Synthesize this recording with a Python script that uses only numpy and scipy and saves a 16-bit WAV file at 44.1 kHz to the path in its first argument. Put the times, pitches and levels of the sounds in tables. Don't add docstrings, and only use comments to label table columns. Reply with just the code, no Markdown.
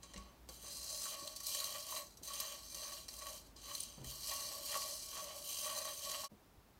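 import sys
import numpy as np
from scipy import signal
from scipy.fft import rfft, irfft
from scipy.io import wavfile

SR = 44100
rng = np.random.default_rng(int(sys.argv[2]) if len(sys.argv) > 2 else 0)


def output_pcm(signal):
    pcm = np.clip(np.atleast_2d(signal).T, -1, 1) * 32767
    wavfile.write(sys.argv[1], SR, np.round(pcm).astype(np.int16))


N = 299659
T = np.arange(N) / SR
STIR_END_S = 6.284


def amp(db):
    return 10 ** (np.asarray(db) / 20)


def unit_rms(x):
    return x / np.sqrt(np.mean(x ** 2) + 1e-20)


def add(mix, start_s, sound):
    part = mix[max(round(start_s * SR), 0):][:len(sound)]
    part += sound[:len(part)]


def colour(x, curve):
    hz, db = np.transpose(curve)
    f = abs(np.fft.fftfreq(4096, 1 / SR))
    log_gain = np.log(amp(np.interp(np.log(f + 1), np.log(hz), db)))
    taps = np.fft.ifft(np.exp(np.conj(signal.hilbert(log_gain)))).real
    return signal.oaconvolve(x, taps[:len(taps) // 2])[:len(x)]


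def band(x, lo_hz, hi_hz):
    return signal.sosfilt(signal.butter(2, [lo_hz, hi_hz], "band", fs=SR, output="sos"), x)


def wander(hz):
    f = np.fft.rfftfreq(N, 1 / SR)
    return unit_rms(irfft(rfft(rng.standard_normal(N)) * np.exp(-(f / hz) ** 2), N))


# frequency in Hz, relative gain in dB.
HISS_EQ = [(22, -27), (43, 0), (65, 0.5), (110, -5.5), (200, -6), (330, -7.5), (500, -12.5), (900, -13),
           (1400, -18.5), (2800, -23.5), (5000, -25), (9000, -30), (12000, -27.5), (15500, -27)]
# time in seconds, hum level in dB, hiss lift in dB.
ROOM_FADERS = [(0, -66, 3), (.45, -63.5, 4), (1.1, -66, 2.5), (1.7, -79, 2), (2.6, -64.5, 3),
               (4.3, -64.5, 4.5), (4.6, -88, 4.5), (6.8, -91, 2)]

def room_tone(hiss_db=-65.5, hum_hz=55.6):
    times, hum_db, lift_db = np.transpose(ROOM_FADERS)
    hiss = unit_rms(colour(rng.standard_normal(N), HISS_EQ))
    hiss *= amp(hiss_db + np.interp(T, times, lift_db))
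    cycles = np.cumsum(hum_hz + 3.08 * wander(9.9)) / SR
    hum = unit_rms(np.sin(2 * np.pi * cycles))
    hum *= amp(np.interp(T, times, hum_db) + 2.8 * wander(8))
    return hiss + hum


def kitchen_reverb(x, wet_db, low_t60, high_t60):
    t = T[:SR // 2]
    low, high = rng.standard_normal((2, len(t)))
    tail = band(low, 110, 3700) * amp(-60 * t / low_t60)
    tail += band(high, 4200, 16000) * amp(-60 * t / high_t60)
    tail *= t > 0.005
    return x + amp(wet_db) * signal.oaconvolve(x, tail / np.linalg.norm(tail))[:N]


# start in seconds, level in dB, pitch in Hz,
# seconds for the tone to fall 60 dB.
STAND_KNOCKS = [(0.159, -48, 195, 0.3), (0.179, -48, 54.6, 0.35), (0.490, -52, 518, 0.088),
                (0.635, -57, 480, 0.074), (1.223, -54, 290, 0.098), (2.214, -55.5, 255, 0.057),
                (3.977, -48.5, 146.2, 0.26), (3.979, -57, 533, 0.15), (4.012, -47.5, 129.6, 0.55),
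                (4.022, -52, 236, 0.16), (4.067, -45.5, 57.4, 0.3), (6.316, -52, 211, 0.16),
                (6.575, -55.5, 69.5, .2)]

def stand_knocks():
    out, t = np.zeros(N), T[:SR // 2]
    attack = 1 - np.exp(-t / 0.00033)
    for start, db, hz, t60 in STAND_KNOCKS:
        tone = np.sin(2 * np.pi * hz * t) * amp(-60 * t / t60)
        thud = unit_rms(band(rng.standard_normal(len(t)), hz * 0.33, hz * 2.2)) * amp(-60 * t / 0.19)
        add(out, start, amp(db) * (1.12 * tone + 0.62 * thud) * attack)
    return out


def crack(t60):
    t = T[:SR // 6]
    envelope = amp(-60 * t / t60) + 1.8 * amp(-60 * t / 0.0018)
    burst = rng.standard_normal(len(t)) * envelope
    return burst / np.linalg.norm(burst)


# frequency in Hz, nominal bandwidth in Hz, relative level in dB.
WOK_MODES = [(578, 26, -5), (631, 20, -5), (1061, 12, -3), (1113, 21, -1), (1153, 35, -8), (1891, 79, -14),
             (2396, 39, -16), (2832, 94, -14), (3114, 195, -11), (3977, 67, -9), (4108, 106, -4),
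             (4486, 30, -9), (4572, 39, -2), (4878, 63, -9), (5152, 130, -13), (5568, 46, -6),
             (5673, 46, -9), (6166, 66, 0.5), (6797, 64, -6), (7529, 313, -12), (7961, 21, -7),
             (8475, 123, -9), (8690, 42, -9), (9277, 66, -12), (9352, 244, -12), (10313, 71, -14),
             (11393, 155, -12), (11859, 52, -11), (12399, 190, -15.5), (13458, 234, -19.5)]
# frequency in Hz, gain in dB.
CRACK_EQ = [(200, -44), (450, -23.5), (900, -16.5), (1500, -23), (2500, -20), (4000, -18), (7000, -15.5),
            (11000, -18), (15500, -18)]

def wok_hit(crack_db, crack_t60, spot_db):
    t = T[:SR // 6]
    hz, width, db = np.transpose(WOK_MODES)[:, :, None]
    strength, detune, phase = rng.standard_normal((3, len(WOK_MODES), 1))
    height = amp(db + spot_db * strength) * 2 * np.pi * width / SR
    pitch = hz + 0.24 * width * detune
    ring = height * np.exp(-np.pi * 0.9 * width * t) * np.sin(2 * np.pi * (pitch * t + phase))
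    return ring.sum(0) + amp(crack_db) * colour(crack(crack_t60), CRACK_EQ)


def impacts(per_s, spread_db, clump_db, clumps_per_s, clump_s):
    slips = rng.exponential(1, N) * (rng.random(N) < clumps_per_s / SR)
    surge = signal.lfilter([1], [1, -np.exp(-1 / (clump_s * SR))], slips)
    surge = np.minimum((surge - surge.mean()) / surge.std(), 2.5)
    weight = np.minimum(rng.exponential(1, N), 3.6)
    size = amp(spread_db * weight + clump_db * surge)
    return unit_rms(size * rng.choice([-1, 1], N) * (rng.random(N) < per_s / SR))


def scatter(force, response, spots=16):
    spot = np.floor(3 * wander(2.5) + rng.uniform(0, 4, N)).astype(int) % spots
    return sum(signal.oaconvolve(force * (spot == k), response())[:N] for k in range(spots))


def excite(force, response, eq, level_db, band_hz):
    gain = amp(level_db) * (T < STIR_END_S)
    sound = colour(scatter(force * gain, response), eq)
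    return sound * np.sqrt(np.mean(gain ** 2)) / np.std(band(sound, *band_hz))


# start in seconds, level in dB, centre of the force in Hz.
BLADE_BUMPS = [(0.162, -37.5, 2200), (1.056, -38, 1167), (1.607, -40, 1060), (1.633, -39.5, 1110),
               (1.923, -35.5, 950), (2.304, -43.5, 1110), (4.117, -48, 1100), (4.725, -36, 1800),
               (4.744, -29, 1230), (4.762, -33, 714), (5.187, -41, 957), (5.663, -39, 1130),
               (5.704, -42, 1070), (5.774, -36.5, 700), (6.151, -43, 1190), (6.236, -39, 790)]

def blade_bumps():
    out = np.zeros(N)
    for start, db, hz in BLADE_BUMPS:
        blow = wok_hit(crack_db=-2, crack_t60=0.016, spot_db=3)
        flex_s = rng.uniform(0.00392, 0.0097)
        add(blow, flex_s, 0.47 * wok_hit(crack_db=3, crack_t60=0.014, spot_db=5))
        eq = [(hz / 4, -19), (hz / 1.15, -7), (hz, 0), (hz * 1.25, -5), (hz * 3, -20), (hz * 7, -34)]
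        blow = colour(blow, eq)
        add(out, start, amp(db) * blow / abs(blow).max())
    return out


# start in seconds, length in seconds,
# level of its edge in dB, level of its flat in dB.
BLADE_PRESSES = [(0.0, 0.43, -69, -78), (0.595, 0.14, -66, -85), (0.818, 0.21, -88, -65.5),
                 (1.052, .17, -57, -62), (1.064, .34, -63, -62.5), (1.51, 0.38, -57, -60),
                 (1.82, 0.25, -55, -56), (2.206, 0.46, -56, -61.5), (2.693, 0.33, -60.5, -60.5),
                 (3.13, 0.28, -62, -54), (3.593, 0.2, -60.5, -82), (3.99, 0.16, -68, -73),
                 (4.245, 0.24, -54.5, -77), (4.364, 0.36, -62, -55), (4.65, 0.16, -49.5, -52),
                 (4.72, 0.3, -60.5, -55), (5.075, 0.38, -57, -53.5), (5.572, 0.4, -54, -53),
                 (5.958, 0.37, -55.5, -56.5)]

def blade_pressure(push_db, graze_edge_db=-26.5, graze_flat_db=-32):
    edge_power = amp(push_db + graze_edge_db) ** 2
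    flat_power = amp(push_db + graze_flat_db) ** 2
    for start, length, edge_db, flat_db in BLADE_PRESSES:
        arch = abs(np.sin(np.pi * T[T < length] / length)) ** 1.44
        add(edge_power, start, (amp(edge_db) * arch) ** 2)
        add(flat_power, start, (amp(flat_db) * arch) ** 2)
    return 10 * np.log10(edge_power), 10 * np.log10(flat_power)


# frequency in Hz, relative gain in dB.
EDGE_EQ = [(200, -19), (600, -10), (900, -1), (1150, -1.5), (2000, -0.5), (3000, -3), (4500, -11.5),
           (9000, -28.5)]
FLAT_EQ = [(100, -11), (350, -9), (600, 6), (800, -1), (1100, -12), (2500, -41)]

def blade_rub(edge_db, flat_db):
    metal = lambda: wok_hit(crack_db=-5.5, crack_t60=0.078, spot_db=3)
    edge_slips = impacts(per_s=1500, spread_db=1.3, clump_db=3.9, clumps_per_s=60, clump_s=0.0097)
    edge = excite(edge_slips, metal, EDGE_EQ, edge_db, band_hz=(1072, 1300))
    flat_slips = impacts(per_s=1100, spread_db=2.5, clump_db=2.2, clumps_per_s=60, clump_s=0.053)
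    flat = excite(flat_slips, metal, FLAT_EQ, flat_db, band_hz=(360, 680))
    return edge + flat


# start in seconds, level in dB,
# weight of the low ring in dB.
HARD_TICKS = [(0.031, -40.5, 1), (0.137, -41.5, 6), (0.175, -40.5, -1), (0.489, -38.5, 2),
              (0.541, -47.5, -19), (0.898, -34.5, -26), (1.015, -36, -6), (1.053, -32, -19),
              (1.21, -39.5, -18), (1.274, -31, -3.5), (1.362, -33.5, -19), (1.402, -34.5, -2),
              (1.466, -28.5, -41), (1.547, -26.5, -12), (1.599, -29.5, -8), (1.641, -27.5, -18),
              (1.801, -36, -8), (1.866, -37, 2), (2.171, -44, -16), (2.233, -37, -9), (2.335, -35, -4),
              (2.401, -25, -12), (2.421, -45, -20), (2.746, -34, -10), (2.93, -42.5, -8),
              (3.083, -35.5, -7), (3.138, -40, -5), (3.561, -48, -5), (3.736, -39, -7), (3.749, -28, -7),
              (3.802, -28, -37), (3.831, -36.5, -17), (4.044, -37.5, -2), (4.358, -41, -12),
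              (5.175, -38, 9), (5.761, -36, 5), (6.097, -29.5, -2.5), (6.115, -29.5, 0), (6.241, -33, -5)]

def hard_ticks():
    out = np.zeros(N)
    for start, db, low_db in HARD_TICKS:
        blow = wok_hit(crack_db=2.5, crack_t60=0.066, spot_db=-0.5)
        for rebound_gain in (0.6, 0.45):
            delay_s = rng.uniform(0.0011, 0.005)
            add(blow, delay_s, rebound_gain * wok_hit(crack_db=5.5, crack_t60=0.17, spot_db=9))
        blow = colour(blow, [(150, low_db + 1), (1200, low_db), (4000, 0), (8000, 3), (15000, -0.5)])
        attack_height = 2.71 * np.std(blow[:SR // 250])
        add(out, start, amp(db) * blow / attack_height)
    return out


def snags(depth_db, lead_s):
    out = np.zeros(N)
    sag = np.linspace(0, -depth_db, int(lead_s * SR))
    for tick_s, _, _ in HARD_TICKS:
        add(out, tick_s - lead_s, sag)
    return out


# start in seconds, seconds speeding up, seconds
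# slowing down, level in dB, heap rustle against ticking on the metal in dB, top treble lift in dB.
SPATULA_PUSHES = [(0.0, .03, 0.2, -65, -18, -19), (.47, 0.19, .05, -59.5, -19, 1),
                  (.62, 0.42, 0.063, -45, 1.5, -1), (1.06, 0.086, 0.34, -54, -20, 0),
                  (1.418, 0.13, .32, -46, -3, 2), (1.872, 0.078, 0.024, -48.5, -4.5, 4),
                  (2.218, .17, 0.16, -49.5, -12, 0), (2.59, 0.13, .06, -56, -18, -1),
                  (2.74, 0.1, .15, -52, -9, 0.5), (3.08, 0.19, 0.1, -53, -3, 0.5),
                  (3.55, 0.023, 0.018, -59, -10, -12), (3.6, .18, 0.067, -52.5, -5.5, -0.5),
                  (3.85, 0.043, 0.13, -62.5, -17, -9), (4.03, .07, 0.17, -52.5, -7.5, 3),
                  (4.2, 0.11, .47, -46.5, -6, 2.5), (4.64, 0.11, 0.56, -45, 1, 1.5),
                  (5.12, 0.082, 0.14, -56, -5, 0), (5.33, 0.18, .01, -51, 0, 4),
                  (5.43, .2, .4, -46, -5.5, 2.5), (6.001, 0.077, .17, -47, -7.5, -2)]
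BITE_S, SWELL_DB_PER_S, EASE_DB_PER_S, SETTLE_DB_PER_S = 0.04, 21, 18, 118

def spatula_pushes():
    start, rise, fall, db, heap_db, bright_db = np.transpose(SPATULA_PUSHES)[:, :, None]
    t = T - start
    shape_db = (-SWELL_DB_PER_S * np.maximum(rise - t, 0)
                - EASE_DB_PER_S * np.maximum(t - rise, 0)
                - SETTLE_DB_PER_S * np.maximum(t - rise - fall, 0))
    power = (np.clip(t / BITE_S, 0, 1) * amp(db + shape_db)) ** 2 + 1e-14
    share = power / power.sum(0)
    lift_db = bright_db + 0.32 * np.maximum(shape_db, -15)
    treble_db = (share * lift_db).sum(0) + 1.5 * wander(33)
    return 10 * np.log10(power.sum(0)), (share * heap_db).sum(0), treble_db


def ride_treble(x, treble_db):
    top = signal.sosfiltfilt(signal.butter(2, 9800, "high", fs=SR, output="sos"), x)
    return x - top + top * amp(treble_db)


# frequency in Hz, relative gain in dB.
SEED_EQ = [(100, -20), (600, -7), (1100, -8), (2000, -4), (3000, -3), (4200, 0.5), (8000, 1), (15500, 4.5)]
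HUSK_EQ = [(300, -7), (1500, -11), (3000, -11.5), (5000, 14.5), (7500, 10), (10000, 10), (15500, -4)]

def sliding_seeds(push_db, heap_db):
    metal_db = push_db + snags(depth_db=0.5, lead_s=0.03)
    metal_db -= 10 * np.log10(1 + amp(heap_db) ** 2)
    fine = impacts(per_s=5000, spread_db=1, clump_db=1.06, clumps_per_s=160, clump_s=0.031)
    coarse = impacts(per_s=400, spread_db=3.4, clump_db=0.26, clumps_per_s=45, clump_s=0.014)
    force = amp(2.5) * fine + coarse
    metal = lambda: wok_hit(crack_db=-3.5, crack_t60=0.027, spot_db=5)
    ticking = excite(force, metal, SEED_EQ, metal_db, band_hz=(4960, 6500))
    rustle = excite(force, lambda: crack(t60=0.032), HUSK_EQ, metal_db + heap_db, band_hz=(2650, 9700))
    return ticking + rustle


def scene():
    push_db, heap_db, treble_db = spatula_pushes()
    spices = ride_treble(sliding_seeds(push_db, heap_db) + hard_ticks(), treble_db)
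    spatula = blade_rub(*blade_pressure(push_db)) + blade_bumps()
    stirring = kitchen_reverb(spices + spatula, wet_db=-12.5, low_t60=0.24, high_t60=0.053)
    mono = stirring * (T < STIR_END_S) + stand_knocks() + room_tone()
    return np.array([mono, mono])


def record(dry):
    mic_db, dip_db, dip_s, cutoff_hz = -2.5, -35, 0.0088, 15820
    gain = amp(mic_db + dip_db * np.exp(-abs(T - STIR_END_S) / dip_s))
    high_cut = signal.firwin(801, cutoff_hz, window=("kaiser", 9), fs=SR)
    return signal.oaconvolve(dry * gain, high_cut[None], "same", axes=1)


dry = scene()
out = record(dry)
output_pcm(out)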